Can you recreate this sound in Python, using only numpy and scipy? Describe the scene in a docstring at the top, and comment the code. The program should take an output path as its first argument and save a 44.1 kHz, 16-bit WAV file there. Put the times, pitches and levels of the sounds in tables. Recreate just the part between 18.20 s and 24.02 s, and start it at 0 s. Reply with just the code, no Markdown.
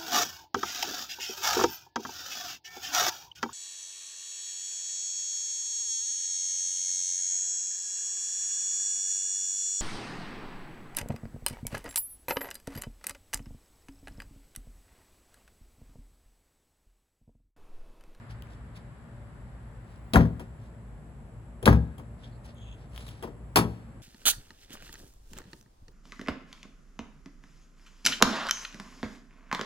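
"""First a quiet outdoor bed is heard: a machine hum, air, two bands of hiss and far traffic that fades and wavers.
Hands scuff and squeak on paint (shaped noise) and small steel parts tick (short spikes with a ring).
A fibreglass pickup hood is pushed down onto its latch twice; then the catch is fumbled and lets go with a bang.
Each contact mixes bursts of noise with dying tones, from the steel latch down to the air under the hood.
A house wall and the yard answer with diffuse echoes, and two microphone ports make the stereo picture."""
import sys
import numpy as np
from scipy import signal
from scipy.fft import rfft, irfft, next_fast_len
from scipy.io import wavfile
from scipy.ndimage import map_coordinates

SR = 44100
rng = np.random.default_rng(int(sys.argv[2]) if len(sys.argv) > 2 else 0)


def wav_record(signal):
    """Record a signal, one row per channel, as 16-bit PCM in the file named by sys.argv[1]."""
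    frames = np.transpose(np.atleast_2d(signal))
    bounded = np.clip(frames, -1, 1)
    # unit amplitude maps onto the largest positive 16-bit level
    quanta = np.round(bounded * 32767).astype(np.int16)
    wavfile.write(sys.argv[1], SR, quanta)


N = 256662  # length in samples

# Levels in the tables are set before the echoes and the microphone ports.
# far traffic over time: time_s, level_db
TRAFFIC_LEVEL = [(0, -57), (.5, -62), (1.2, -62.5), (1.8, -63.5), (2.5, -67.5), (3.4, -75), (4.1, -68.5),
                 (4.7, -73.5), (5.82, -69)]
# colour of the far traffic and of the air: frequency_hz, gain_db
TRAFFIC_COLOUR = [(250, -36.5), (500, -11), (1000, 1), (1800, 0), (2500, -11), (5000, -21.5), (8000, -54.5)]
AIR_COLOUR = [(25, -30), (45, 2.5), (75, -5), (130, -1.5), (250, -13), (320, -17.5), (700, -21),
              (1200, -27), (2000, -33), (4000, -47), (6000, -51), (9200, -48.5), (12000, -55),
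              (15000, -72.5)]
# narrow bands of the machine hum, and the two bands of hiss: centre_hz, width_hz, level_db
HUM_BANDS = [(56.4, 11.3, -46), (113.9, 14, -50), (169, 26, -69), (229.9, 12, -61), (579, 4, -70.5)]
HISS_BANDS = [(7770, 1000, -74.5), (10940, 910, -82.5)]

# how fast the echoes of the house wall and the yard die: frequency_hz, time_to_fall_60_db_s
WALL_DECAY = [(200, 0.6), (1000, 0.22), (3000, 0.19), (10000, 0.11)]
YARD_DECAY = [(200, 0.5), (2000, 1), (10000, 0.54)]

# hands scuffing: middle_s, length_s, level_db, treble_over_body_db
SCUFFS = [(0.113, 0.03, -54.5, -10), (0.322, 0.065, -63, -9), (0.568, 0.027, -52, -8.5),
          (1.732, 0.11, -68.5, -8), (2.444, 0.1, -69, -7), (4.05, 0.1, -61, -15), (4.255, 0.027, -57, -4.5),
          (4.293, 0.043, -57.5, -13), (4.619, 0.077, -64, -15), (4.792, 0.12, -55.5, -5.5),
          (4.888, 0.067, -59.5, -1.5), (4.944, 0.24, -62.5, -10)]
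# colour of the scuffs: frequency_hz, gain_db
SCUFF_COLOUR = [(900, -3), (1800, -3.5), (3500, -4.5), (6000, -10), (9000, -0.5), (11000, -10),
                (13000, -13), (16500, -25)]
# skin squeaking on paint: start_s, length_s, pitch_hz, level_db, octave_level_db
SQUEAKS = [(4.022, 0.044, 3370, -52, -20), (4.095, .1, 4300, -75, -12), (4.346, 0.22, 3300, -61.5, -10),
           (4.386, 0.18, 2710, -67, -40), (4.787, 0.15, 3860, -67, -20)]
# small latch parts clicking: start_s, level_db, pitch_hz
TICKS = [(0.223, -39, 3030), (.271, -48, 2230), (4.346, -54, 10300), (4.734, -51, 3060), (4.762, -37, 3300),
         (4.778, -30, 3220), (4.883, -39, 3720), (4.889, -34.5, 3300), (4.915, -47, 3300),
         (4.94, -54.5, 2330)]

# ringing tones of the hood's parts, deepest first: pitch_hz, level_db, time_to_fall_60_db_s
BOOM_TONES = [(66.5, 21, 0.36), (78.7, -4.5, 0.73)]  # the air under the hood
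HOLLOW_TONES = [(114.4, 0, 0.31)]
DRUM_TONES = [(159, -3.5, 0.37), (176.6, -1.5, .25), (223.8, 6.5, 0.1266), (261, -3.5, 0.24)]
PANEL_TONES = [(291, -1, .28), (335, -3, .2), (377, 0, .22), (405, -3, .24), (470, -4, .22), (490, -6, .24),
               (540, -6, .24)]
RIB_TONES = [(583, -10, 0.42), (663.4, 2, 0.14), (756.3, 1, 0.16), (809, -3.5, 0.25), (899, 6.5, 0.036),
             (944, 2, 0.079), (1025, 1.5, 0.075), (1120, -3, 0.049)]
CLACK_TONES = [(1360, -4.5, .06), (1490, -18, .06), (1474, 2, .07), (1639, 27, 0.042), (1835, 7, 0.027),
               (1850, -13, 0.036)]
STEEL_TONES = [(2740, 2.5, 0.052), (3187, 0.5, 0.086), (3330, 3, 0.044), (3890, -7.5, 0.043),
               (4360, -3, 0.033), (4780, -9, 0.018), (5400, -8, 0.018), (5650, -2, 0.02)]  # the latch

# colours of the noise in a contact: frequency_hz, gain_db
CRACK_COLOUR = [(1800, -19.5), (2400, -0.5), (4300, -10.5), (5600, -8), (6600, -20), (7400, -42)]
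FIZZ_COLOUR = [(5800, -26), (6600, -2.5), (8000, 2.5), (9000, 4.5), (11500, -1.5), (12800, 4.5),
               (13800, -16), (15500, -9), (17000, -42.5)]
RATTLE_COLOUR = [(550, -30), (800, 0), (1200, -2), (2000, -8), (2700, -30)]

# every contact: start_s, metal_db, body_db, depth_db (gained per octave down the body)
STRIKES = [(1.935, -17, -18.5, 2), (3.4565, -13.5, -25, -1)]  # the latch meets its steel striker
TOUCHES = [(2.1957, -42.5, -38.5, -8.5), (3.4276, -37, -26.5, 3), (3.7814, -46.5, -41.5, -4),
           (5.0255, -38, -30.5, -2)]  # the latch only brushes or leaves it
KNOCKS = [(1.9574, -9, -7.5, 1), (2.0074, -19.5, -26.5, 4.5), (2.0544, -36, -33.5, 3),
          (3.4764, -9.5, -13, -3.5), (3.5274, -18, -18, 5)]  # the hood lands on its stops and rebounds
SHUDDERS = [(1.9454, -30, -16, -2.5), (1.9684, -44, -17, 3), (1.9944, -48, -23, 7), (2.0294, -53, -31.5, 8),
            (2.204, -48, -43.5, -6), (3.4664, -30.5, -8.5, 1.5), (3.4914, -49, -21.5, 9),
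            (3.5094, -37, -47, -2), (3.5544, -67, -27.5, 2.5), (3.7954, -56, -47.5, -11.5),
            (5.0343, -41.5, -32.5, -7.5), (5.0744, -64, -38, -4)]  # the panel flexes after a blow
RELEASE = [(5.3587, -8, -12, -4), (5.3704, -16, -14, 2), (5.3874, -30, -17.5, -1),
           (5.4099, -51, -28.5, 5.5), (5.4364, -56, -28.5, 10.5)]  # the catch lets go and the hood bounces on its spring

# what each kind of contact excites, as four entries:
# (steel_db, fizz_db, clack_db) over the metal level,
# (ribs_db, panel_db, drum_db, hollow_db, boom_db) over the body level,
# (ribs_tilt, panel_tilt, drum_tilt) in dB per octave, buzz_s (time to fall 60 dB)
STRIKE_MIX = (0, -9, -18.5), (1.5, 0, 5, -2.5, -14), (-11, 3.6, 0), 0.062
TOUCH_MIX = (0, -5.5, -5), (-6.5, -0.5, -7.5, -5, -11.5), (-13.5, 4.2, 0), 0.069
KNOCK_MIX = (-19, -39, 0), (1, -18, 0.5, -27, -2.5), (4, 0, -7), 0.11
SHUDDER_MIX = (0, -19.5, -2), (-6, 2, 3, -5, -5.5), (0, 0, 0), 0.19
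RELEASE_MIX = (0, -8, -2.2), (0, -0.5, -3.5, -8.5, -19), (8.8, -6.5, -6.5), 0.089

# where the steel rings most, in Hz
STRIKE_HZ, TOUCH_HZ, KNOCK_HZ, SHUDDER_HZ, RELEASE_HZ = 3970, 3200, 3450, 2840, 4800

# how alike the two microphone ports hear near and far sound: frequency_hz, likeness (0 to 1)
NEAR_ALIKE = [(60, .99), (300, .98), (600, .92), (1200, .75), (2300, .5), (5000, .7), (7500, .92),
              (8300, .995), (16000, .995)]
FAR_ALIKE = [(60, 0.99), (300, 0.89), (700, 0.69), (1500, 0.085), (5000, 0.11), (7500, 0.24), (8500, 0.96),
             (16000, .99)]
# how far the left port is ahead in phase: frequency_hz, left_lead_radians
NEAR_LEAD = [(0, 0), (2240, 3.0), (2930, 3.5), (3530, 5.6), (5680, 9.3), (6370, 12.8), (7580, 10.3),
             (9300, 8.8), (10400, 6.4), (11500, 6.1), (12800, 3.3), (14400, 2.9), (15100, -0.0),
             (16500, 0.1)]
FAR_LEAD = [(0, 0), (780, -0.3), (4570, 1.4), (6370, 6.2), (6890, 6.1), (7580, 10.2), (8010, 10.0),
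            (9560, 8.8), (10400, 6.2), (11900, 6.3), (12500, 3.3), (14400, 3.0), (14900, -0.1),
            (16500, 0.1)]
# balance of the ports: frequency_hz, left_over_right_db
NEAR_LEAN = [(60, 3), (150, 3.5), (380, 5.5), (950, 6), (2380, 1.5), (5980, -2.5), (15000, 1.5)]
FAR_LEAN = [(60, 0.5), (180, 2), (550, 2), (1650, 1.4), (4970, -1.5), (15000, -0.5)]

TOP_HZ = 16500  # nothing is kept from here up
FULL_SCALE = .95  # ceiling of the peak rounding


def amp(db):
    """Turns a level in dB into a gain."""
    return 10 ** (np.asarray(db) / 20)


def unit(x):
    """Scales a signal to an average (rms) strength of 1."""
    return x / np.sqrt(np.mean(x ** 2) + 1e-20)


def along(points, hz):
    """Reads a value between (Hz, value) points, on a log frequency axis."""
    point_hz, values = np.transpose(points)
    return np.interp(np.log(hz + 1), np.log(point_hz + 1), values)


def filtered(x, response):
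    """Changes the strength and phase of each frequency in x."""
    size = next_fast_len(N + SR // 2)  # spare room at the end
    spectrum = rfft(x, size) * response(np.fft.rfftfreq(size, 1 / SR))
    return irfft(spectrum, size)[..., :N]


def wobble(rate):
    """Draws a smooth random curve through `rate` random points a second."""
    points = rng.standard_normal(int(N * rate / SR) + 4)
    return map_coordinates(points, [np.arange(N) * rate / SR])


def noise(gain):
    """Makes two unrelated noises of rms 1, coloured by a gain over frequency."""
    return unit(filtered(rng.standard_normal((2, N)), gain))


def coloured_noise(colour):
    """Makes two unrelated noises with the colour of a table."""
    return noise(lambda hz: amp(along(colour, hz)))


def background():
    """Distant sources and air are steady noises in bands; the traffic level follows its table."""
    t = np.arange(N) / SR
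    time_s, level_db = np.transpose(TRAFFIC_LEVEL)
    traffic_db = np.interp(t, time_s, level_db) + 0.15 * wobble(9.5)
    out = amp(traffic_db) * coloured_noise(TRAFFIC_COLOUR)
    out += amp(-47.5) * coloured_noise(AIR_COLOUR)
    # a narrow band of noise sounds like a wavering tone
    for centre, width, db in HUM_BANDS:
        out += amp(db) * noise(lambda hz: 1 / (1 + (2 * (hz - centre) / width) ** 2))
    for centre, width, db in HISS_BANDS:
        out += amp(db) * noise(lambda hz: 1 / (1 + (2 * (hz - centre) / width) ** 4))
    return out


def echo(x, decays, delay):
    """A rough surface gives a diffuse answer without deep bass; each frequency dies at its own speed."""
    hz, t, grid = signal.stft(rng.standard_normal((2, SR)), SR, nperseg=256)
    dying = grid * amp(-60 * t / along(decays, hz)[:, None])
    tail = signal.istft(dying, SR, nperseg=256)[1]
    late = np.pad(x, (round(delay * SR), 0))[None]
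    wet = signal.fftconvolve(late, tail / np.linalg.norm(tail[0]), axes=1)[:, :N]
    return filtered(wet, lambda hz: (1j * hz / (1j * hz + 250)) ** 2)


def hands():
    """Skin rubs as grainy noise that swells and fades; squeaks are rough bands with their octave."""
    t = np.arange(N) / SR
    dull = noise(lambda hz: amp(along(SCUFF_COLOUR, hz)) * (hz < 6000))
    bright = noise(lambda hz: amp(along(SCUFF_COLOUR, hz)) * (hz >= 6000))
    grain = amp(2.4 * wobble(250))
    out = np.zeros((2, N))
    for middle, length, db, treble_db in SCUFFS:
        swell = np.exp(-(2 * (t - middle) / length) ** 2)
        out += amp(db) * swell * grain * (dull + bright * amp(treble_db))

    def smeared(pitch, width):
        """The slip rate is unsteady, so a tone smears into a band."""
        return noise(lambda hz: 1 / (1 + ((hz / pitch - 1) / width) ** 2))

    for start, length, pitch, db, octave_db in SQUEAKS:
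        first = smeared(pitch, .075)
        second = smeared(2 * pitch, .075 / 2)
        ramps = np.clip(np.minimum(t - start, start + length - t) / 0.035, 0, 1)
        stroke = ramps * amp(3.1 * wobble(40))
        out += amp(db) * stroke * grain * (first + amp(octave_db) * second)
    return out


def ticks():
    """Small steel parts click: a spike of noise with a very short ring."""
    out = np.zeros((2, N))
    t = np.arange(SR // 50) / SR
    for start, db, pitch in TICKS:
        spike = 0.63 * amp(-60 * t / 0.0023) * rng.standard_normal((2, len(t)))
        tone = amp(-60 * t / 0.0063) * np.sin(2 * np.pi * pitch * t)
        out[:, round(start * SR):][:, :len(t)] += amp(db) * (spike + tone)
    return out


def contacts():
    """Each contact shares its force between the parts by its kind, tipped towards the deep parts by its depth."""
    parts = (RIB_TONES, PANEL_TONES, DRUM_TONES, HOLLOW_TONES, BOOM_TONES)
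    octaves_down = np.log2([PANEL_TONES[0][0] / part[0][0] for part in parts])
    kinds = [(STRIKES, STRIKE_MIX, STRIKE_HZ), (TOUCHES, TOUCH_MIX, TOUCH_HZ),
             (KNOCKS, KNOCK_MIX, KNOCK_HZ), (SHUDDERS, SHUDDER_MIX, SHUDDER_HZ),
             (RELEASE, RELEASE_MIX, RELEASE_HZ)]
    for rows, (metal_shares, body_shares, tilts, buzz_s), steel_hz in kinds:
        for start, metal_db, body_db, depth_db in rows:
            metal = np.add(metal_shares, metal_db)
            body = body_shares + depth_db * octaves_down + body_db
            yield start, metal, body, steel_hz, tilts, buzz_s


def ring(tones, attack, scatter_db, tilt_db=0, centre_hz=None, linger_db=0, knock=.03):
    """A blow starts a part's tones, each dying at its own speed, with new strengths in two directions."""
    t = np.arange(SR // 2) / SR
    hz, db, t60 = np.transpose(tones)[..., None]
    # tilt per octave: away from centre_hz on both sides if given, else upwards
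    octaves = np.abs(np.log2(hz / centre_hz)) if centre_hz else np.log2(hz)
    db = db + tilt_db * octaves
    linger = amp(linger_db)  # the knock dies first, this share rings on
    fall = (linger + (1 - linger) * amp(-60 * t / knock)) * (1 - np.exp(-t / attack))
    waves = amp(db - 60 * t / t60) * np.sin(2 * np.pi * hz * t) * fall
    strengths = amp(scatter_db * rng.standard_normal((2, len(tones))))
    strengths[1] *= rng.choice([-1, 1], len(tones))
    return strengths @ waves / np.linalg.norm(amp(db))


def hood():
    """Every contact cracks and rattles the latch and rings the hood from its steel down to its boom."""
    out = np.zeros((2, N + SR))
    t = np.arange(SR // 2) / SR
    noises = [coloured_noise(colour) for colour in (CRACK_COLOUR, FIZZ_COLOUR, RATTLE_COLOUR)]
    crack, fizz, rattle = np.pad(noises, ((0, 0), (0, 0), (0, SR)), "wrap")
    high, low = 2.5, .8  # dB of scatter from blow to blow, for upper and deep parts
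    for start, metal, body, steel_hz, tilts, buzz_s in contacts():
        steel_db, fizz_db, clack_db = metal
        rib_db, panel_db, drum_db, hollow_db, boom_db = body
        rib_tilt, panel_tilt, drum_tilt = tilts
        now = slice(round(start * SR), round(start * SR) + len(t))

        # a sharp front, then loose parts buzz on
        front_and_buzz = amp(-60 * t / 0.0034) + amp(-4 - 60 * t / buzz_s)
        fall = front_and_buzz * (1 - np.exp(-t / 0.00035))
        steel = ring(STEEL_TONES, 0.0012, high, -47.0, steel_hz, linger_db=-10.5, knock=0.023)
        out[:, now] += amp(steel_db) * (amp(-9) * fall * crack[:, now] + steel)
        out[:, now] += amp(fizz_db) * fall * fizz[:, now]
        out[:, now] += amp(clack_db) * ring(CLACK_TONES, 0.00031, high, linger_db=-23, knock=0.027)

        ribs = ring(RIB_TONES, 0.0018, high, rib_tilt, linger_db=-15.5, knock=0.22)
        rib_rattle = amp(-10.5 - 60 * t / 0.084) * rattle[:, now]
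        out[:, now] += amp(rib_db) * (ribs + rib_rattle)
        panel = ring(PANEL_TONES, 0.0031, high, panel_tilt, linger_db=-15.5, knock=0.27)
        out[:, now] += amp(panel_db) * panel
        out[:, now] += amp(drum_db) * ring(DRUM_TONES, 0.0049, low, drum_tilt)
        out[:, now] += amp(hollow_db) * ring(HOLLOW_TONES, 0.0065, low)
        out[:, now] += amp(boom_db) * ring(BOOM_TONES, .007, low)
    return out[:, :N]


def ports(pair, alike, lead, lean):
    """Two microphone ports hear a shared and an opposed part, with a phase lead and a balance."""
    def mix(hz):
        angle = np.arccos(np.clip(along(alike, hz), 0, 1)) / 2
        return np.array([np.cos(angle), np.sin(angle)])

    def left_and_right(hz):
        # half of the lead and balance goes to each side
        half = amp(along(lean, hz) / 2) * np.exp(.5j * np.interp(hz, *np.transpose(lead)))
        return np.array([half, 1 / half])

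    shared, opposed = filtered(pair, mix)
    return filtered(np.array([shared + opposed, shared - opposed]), left_and_right)


def scene():
    """Near sounds, answered by the wall and the yard, join the far bed through the microphone ports."""
    far = ports(background(), FAR_ALIKE, FAR_LEAD, FAR_LEAN)
    near, clicks = hands() + hood(), ticks()
    heard = near[0] + clicks[0]  # what the wall and yard answer
    near = near + amp(-12.0) * echo(heard, WALL_DECAY, delay=.011)
    near = near + amp(-30) * echo(heard, YARD_DECAY, delay=0.037)
    clicks = ports(clicks, NEAR_ALIKE, FAR_LEAD, FAR_LEAN)
    return far + clicks + ports(near, NEAR_ALIKE, NEAR_LEAD, NEAR_LEAN)


def record(dry):
    """The microphones lose the deepest bass, loud peaks are rounded off and the top is cut away."""
    x = filtered(dry, lambda hz: (1j * hz / (1j * hz + 35)) ** 2)
    x = x / (1 + np.abs(x / FULL_SCALE) ** 4) ** (1 / 4)
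    return filtered(x, lambda hz: hz < TOP_HZ)


dry = scene()
out = record(dry)
wav_record(out)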